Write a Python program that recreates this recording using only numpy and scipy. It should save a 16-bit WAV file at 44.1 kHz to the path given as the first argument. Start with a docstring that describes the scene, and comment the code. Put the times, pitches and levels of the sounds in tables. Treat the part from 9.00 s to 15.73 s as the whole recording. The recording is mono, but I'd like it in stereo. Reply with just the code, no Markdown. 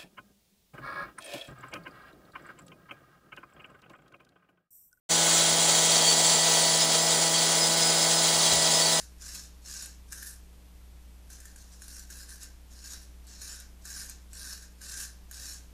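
"""A stone-walled bathroom, up close: a straight razor scrapes lathered stubble in short strokes.
Each cut whisker is a tiny snap that rings the thin blade; the edge ticks where it lands or catches.
The walls ring briefly after each stroke.
A motor's mains hum and rumble and a soft hiss of air fill the pauses."""
import sys
import numpy as np
from scipy import signal
from scipy.fft import rfft, irfft, next_fast_len
from scipy.io import wavfile
from scipy.ndimage import map_coordinates

SR = 44100
rng = np.random.default_rng(int(sys.argv[2]) if len(sys.argv) > 2 else 0)


def master(y):
    """Save y as 16-bit WAV."""
    cut = np.clip(np.atleast_2d(y).T, -1, 1)
    pcm = np.round(cut * 32767)  # scale
    wavfile.write(sys.argv[1], SR, pcm.astype(np.int16))


N = 296773

# Long pulls and short nudges through the stubble: (start [s], push length [s], opening level [dB],
# end-of-push level [dB], flex send [dB], sizzle send [dB])
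STROKES = [ (-0.02, 0.018, -51, -45.5, -10.5, -1), (0.197, 0.15, -49.5, -43, -12, -3),
           (0.418, 0.013, -46, -50, -12, -3), (0.641, 0.17, -48.5, -43.5, -12.5, -4),
           (1.103, 0.11, -51.5, -51, -3.5, 2.5), (1.234, 0.043, -49, -47, -5.5, 5),
           (2.29, 0.046, -55, -53, -11, -1.5), (2.37, 0.12, -63.5, -59.5, -2.5, -0.5),
           (2.57, 0.12, -54.5, -64, -9, -2.5), (2.71, 0.025, -52, -55.5, -17, -3.5),
           (2.81, 0.017, -50, -52.5, -15, 2.5), (2.878, 0.1, -52.5, -49.5, -8, -0.5),
           (3.089, 0.12, -52, -50.5, -6, 0), (3.277, 0.065, -50, -53.5, -3.5, 1),
           (3.403, 0.021, -46, -47.5, -5.5, -2), (3.697, 0.1, -60, -54.5, -9.5, -3),
           (3.825, 0.1, -48.5, -45, -10, -2.5), (4.005, 0.017, -57, -57, -11, -1),
           (4.264, 0.15, -51.5, -55.5, -12.5, -7), (4.402, 0.11, -46, -44, -9.5, -2),
           (4.582, 0.013, -45, -50.5, -3.5, -5), (4.841, 0.16, -48.5, -42.5, -7.5, -1),
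           (5.078, 0.016, -46, -47, -12, -12), (5.326, 0.18, -50.5, -42.5, -7.5, -1),
           (5.607, 0.011, -51, -52, -7, -2), (5.804, 0.12, -51, -43, -6.5, -1.5),
           (5.96, 0.046, -38.5, -39, -7, 0), (6.313, 0.18, -49.5, -44, -8.5, -1.5), ]
# The blade's bending ring and its thin edge's bright ring: (pitch [Hz], width [Hz], relative level [dB])
FLEX_MODES = [(1591.5, 110, 3), (1532, 450, -9.5), (1733, 83, -3.5)]
EDGE_MODES = [(4180, 350, -11.5), (4100, 67, -6), (5370, 400, 8.5), (6270, 120, -4), (6320, 150, -3),
              (6800, 260, 4), (6710, 150, 0), (7880, 290, 0)]
# The dry body of the scrape and the fizz on top: (frequency [Hz], relative level [dB])
RASP_EQ = [(200, -8), (900, -18), (1180, -7.5), (1700, -9.5), (2150, -14), (2650, -7.5), (3150, -13.5),
           (3550, -10.5), (3950, -3), (4750, -3), (5500, -1.5), (7000, 1), (8500, -13.5), (11000, -19.5),
           (15000, -35)]
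SIZZLE_EQ = [(1000, -56), (5000, -31), (7500, -10.5), (9300, 4), (11000, 1), (12500, -4), (14500, -5.5)]


def strokes():
    """Cut whiskers and sliding lather drive the blade's edge and its bending modes."""
    power = np.zeros((3, N))
    for start, push_s, first_db, last_db, flex_db, sizzle_db in STROKES:
        sends = amp([[0], [flex_db], [sizzle_db]])
        power += (sends * pressure(start, push_s, first_db, last_db)) ** 2
    cuts = whiskers(per_second=1800, spread_db=4.0, clump_hz=150.1, clump_db=2.5)
    tough_cuts = amp(-13) * whiskers(per_second=40, spread_db=1.5, clump_hz=15, clump_db=3.0)
    lather = 0.5 * rng.standard_normal(N)
    rasp_drive, flex_drive, sizzle_drive = np.sqrt(power) * unit(cuts + tough_cuts + lather)
    rasp = amp(-0.5) * through(rasp_drive, snap(RASP_EQ))
    edge = amp(-11.0) * through(rasp_drive, ring(EDGE_MODES))
    flex = amp(-1.1) * through(flex_drive, ring(FLEX_MODES))
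    sizzle = amp(-0.1) * through(sizzle_drive, snap(SIZZLE_EQ))
    return rasp + edge + flex + sizzle


def pressure(start, push_s, first_db, last_db):
    """One stroke's envelope: a light touch, the bite, a push that swells or slackens, an easing off."""
    touch_s, touch_db, attack_s, release_db_per_s = 0.033, -14, 0.017, 248
    t = np.arange(N) / SR - start
    bite = np.interp(t, [-touch_s, -touch_s / 2, 0, attack_s], [0, amp(touch_db), amp(touch_db), 1])
    push_db = np.interp(t, [0, push_s], [first_db, last_db])
    ease_s = 0.3 * push_s  # longer pushes let go more gently
    fade_db = release_db_per_s * (np.hypot(np.maximum(t - push_s, 0), ease_s) - ease_s)
    return bite * amp(push_db - fade_db)


def whiskers(per_second, spread_db, clump_hz, clump_db):
    """A crackle of uneven snaps, clumping as the edge sticks and slips; rms 1."""
    cut = rng.random(N) < per_second / SR
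    size_db = spread_db * np.clip(rng.standard_normal(N), -2, 2)
    grip_db = clump_db * np.tanh(wobble(clump_hz))
    return unit(cut * amp(size_db + grip_db) * rng.choice([-1, 1], N))


# The edge lands or catches a tough whisker: (time [s], relative level [dB], flex send [dB])
CATCHES = [(0.3481, -27, -22), (0.8243, -25, -38), (0.8594, -26.5, -35), (1.123, -23.5, -19),
           (1.1292, -25.5, -8.5), (1.1786, -33.5, -14), (1.2281, -25, -14), (2.3017, -36, -14),
           (2.3314, -34.5, -31), (2.4029, -35.5, -35), (2.4547, -32.5, -12.5), (2.5607, -34.5, -16),
           (2.82, -32, -9.5), (2.8814, -30.5, -20), (2.9942, -31, -32), (3.103, -31, -13),
           (3.4324, -30, -22), (4.269, -42, -24), (4.6014, -30.5, -24), (4.8536, -29, -11),
           (5.0972, -26, -18), (5.332, -32, -16), (5.816, -33.5, -15), (6.3124, -28, -13)]
# The crisp colour of the tick: (frequency [Hz], relative level [dB])
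TICK_EQ = [(200, -7.5), (1000, -14), (2700, -3.5), (3400, -10.5), (4500, -5), (6700, 6.5), (10500, 1),
           (14500, -4)]


def catches(crumble_s=0.0035, crumble_gain=0.15):
    """A sharp tick, a few milliseconds of breaking hairs, and a ring of the blade."""
    ticks, kicks = np.zeros((2, N + SR))
    t = np.arange(SR // 40) / SR
    for start, db, flex_db in CATCHES:
        at = round(start * SR)
        crumble = crumble_gain * rng.standard_normal(len(t)) * np.exp(-t / crumble_s)
        burst = (t == 0) + crumble
        ticks[at:at + len(t)] += amp(db) * burst / np.linalg.norm(burst)
        kicks[at] += amp(db + flex_db)
    return amp(12) * through(ticks, snap(TICK_EQ)) + amp(18) * through(kicks, ring(FLEX_MODES))


def razor():
    """The close blade and its reflections in stereo, the top end leaning right."""
    # Direct sound sent to the side, in phase and a quarter cycle ahead: (frequency [Hz], gain [ratio])
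    lean = [(4000, -0.02), (5000, 0.19), (5600, -0.091), (6300, -0.15), (7000, 0.075),
            (7800, -0.92), (14000, -0.88)]
    lead = [(4400, 0.062), (5300, 0.13), (7000, 0.54), (9000, 0.57), (14000, -0.1)]
    blade = strokes() + catches()
    direct = amp(-5.0) * blade
    wet_mid, wet_side = bathroom(blade)
    mid = wet_mid + direct
    side = wet_side + filtered(direct, lambda hz: along(lean, hz) + 1j * along(lead, hz))
    return np.array([mid + side, mid - side])


# Stereo width of the reverb: (frequency [Hz], side level re mid [dB])
REVERB_WIDTH = [(200, -1), (700, -8), (1400, -7), (2300, -23), (4000, -17), (4700, 0), (8000, 1.5),
                (14000, 2.5)]


def bathroom(x, block=3000):
    """Mid and side reverb; the reflections keep changing as the hand and blade move."""
    wet = np.zeros((2, N + SR))
    for start in range(0, N, block):
        response = reflections(early_db=-6.5, tail_db=-8.5, early_s=0.0038)
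        echoes = signal.fftconvolve(x[None, start:start + block], response, axes=1)
        wet[:, start:start + echoes.shape[1]] += echoes
    mid, side = wet[:, :N]
    return mid, filtered(side, lambda hz: amp(along(REVERB_WIDTH, hz)))


# The short ring of the stone walls: (frequency [Hz], time to fall 60 dB [s])
WALL_DECAY = [(200, 0.22), (1600, 0.34), (5500, 0.37), (9000, 0.25), (14000, 0.25)]


def reflections(early_db, tail_db, early_s, scatter_hz=2800):
    """Hand and face scatter the treble within milliseconds, then the walls ring on; mid and side."""
    hz, frame_s, bands = signal.stft(rng.standard_normal((2, SR // 3)), SR, nperseg=256)
    decay = amp(-60 * frame_s / along(WALL_DECAY, hz)[:, None])
    tail = signal.istft(bands * decay, SR, nperseg=256)[1]
    t = np.arange(tail.shape[1]) / SR
    taps = rng.standard_normal(tail.shape) * (rng.random(tail.shape) < 0.15)
    low_cut = signal.butter(2, scatter_hz, "high", fs=SR)  # long waves pass round small things
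    early = signal.lfilter(*low_cut, taps * np.exp(-t / early_s))
    return sum(amp(db) * layer / np.linalg.norm(layer, axis=1, keepdims=True)
               for db, layer in [(early_db, early), (tail_db, tail)])


# The motor's drone: (pitch [Hz], level before panning [dB])
HUM_TONES = [(29.8, -63.5), (60, -51), (179.9, -67), (299.9, -75)]
# The low bed under it: (frequency [Hz], relative level [dB])
RUMBLE_EQ = [(15, -8), (24, 0), (30, -1), (40, -7), (70, -8.5), (110, -13.5), (170, -17.5), (260, -17),
             (380, -30), (600, -36), (1500, -68)]


def motor():
    """A mains-driven motor hums and rumbles a little to the right, its tones wavering slightly."""
    t = np.arange(N) / SR
    hum = np.zeros(N)
    for hz, db in HUM_TONES:
        gain = np.sqrt(2) * amp(db + 0.51 * wobble(2.82))
        phase = 2 * np.pi * (hz * t + rng.random()) + 0.029 * wobble(2.5)
        hum += gain * np.sin(phase)
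    rumble = amp(-59.5) * noise(RUMBLE_EQ, side_db=-2.5)
    pan = amp([[-1.3], [1.1]])
    return (hum + rumble) * pan


# Soft room tone: (frequency [Hz], relative level [dB])
AIR_EQ = [(210, -26), (350, -5.5), (515, -7), (925, -10), (1560, -13.5), (1970, -13), (3490, -14),
          (4140, -15), (14000, -18)]


def air():
    """A wide, even hiss behind everything."""
    return amp(-62.5) * noise(AIR_EQ, side_db=-0.5)


def noise(spectrum, side_db):
    """Steady stereo noise with a mid of rms 1."""
    white = rng.standard_normal((2, N))
    mid, side = unit(filtered(white, lambda hz: amp(along(spectrum, hz))))
    return np.array([mid + amp(side_db) * side, mid - amp(side_db) * side])


def snap(spectrum, size=2048):
    """The tightest click with this spectrum (minimum phase)."""
    gain = amp(along(spectrum, np.fft.rfftfreq(size, 1 / SR)))
    cepstrum = irfft(np.log(gain))
    return irfft(np.exp(rfft(2 * cepstrum[:size // 2], size)))


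def ring(modes):
    """Damped modes struck once, in alternating polarity; wider ones die sooner."""
    t = np.arange(SR // 10) / SR
    return sum((-1) ** k * amp(db) * width * np.exp(-np.pi * width * t) * np.cos(2 * np.pi * hz * t)
               for k, (hz, width, db) in enumerate(modes))


def through(x, response):
    """x played through an impulse response scaled to energy 1."""
    return signal.fftconvolve(x, response / np.linalg.norm(response))[:N]


def filtered(x, response):
    """x equalised by a gain that is a function of frequency."""
    size = next_fast_len(x.shape[-1] + SR // 4)
    gain = response(np.fft.rfftfreq(size, 1 / SR))
    return irfft(rfft(x, size) * gain, size)[..., :x.shape[-1]]


def wobble(rate):
    """A smooth random curve, rate knots a second."""
    knots = rng.standard_normal(int(N * rate / SR) + 4)
    return map_coordinates(knots, [np.arange(N) * rate / SR])


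def along(points, hz):
    """A curve through (frequency [Hz], value) points, read at hz on a log axis."""
    point_hz, values = np.transpose(points)
    return np.interp(np.log(hz + 1), np.log(point_hz + 1), values)


def amp(db):
    """Decibels to gain."""
    return 10 ** (np.asarray(db) / 20)


def unit(x):
    """Scaled to rms 1."""
    return x / np.sqrt(np.mean(x ** 2) + 1e-20)


def scene():
    """The razor up front, the motor and air behind."""
    return razor() + motor() + air()


def record(dry, top_hz=14300):
    """A brick-wall high cut on the whole mix."""
    return filtered(dry, lambda hz: hz < top_hz)


dry = scene()
out = record(dry)
master(out)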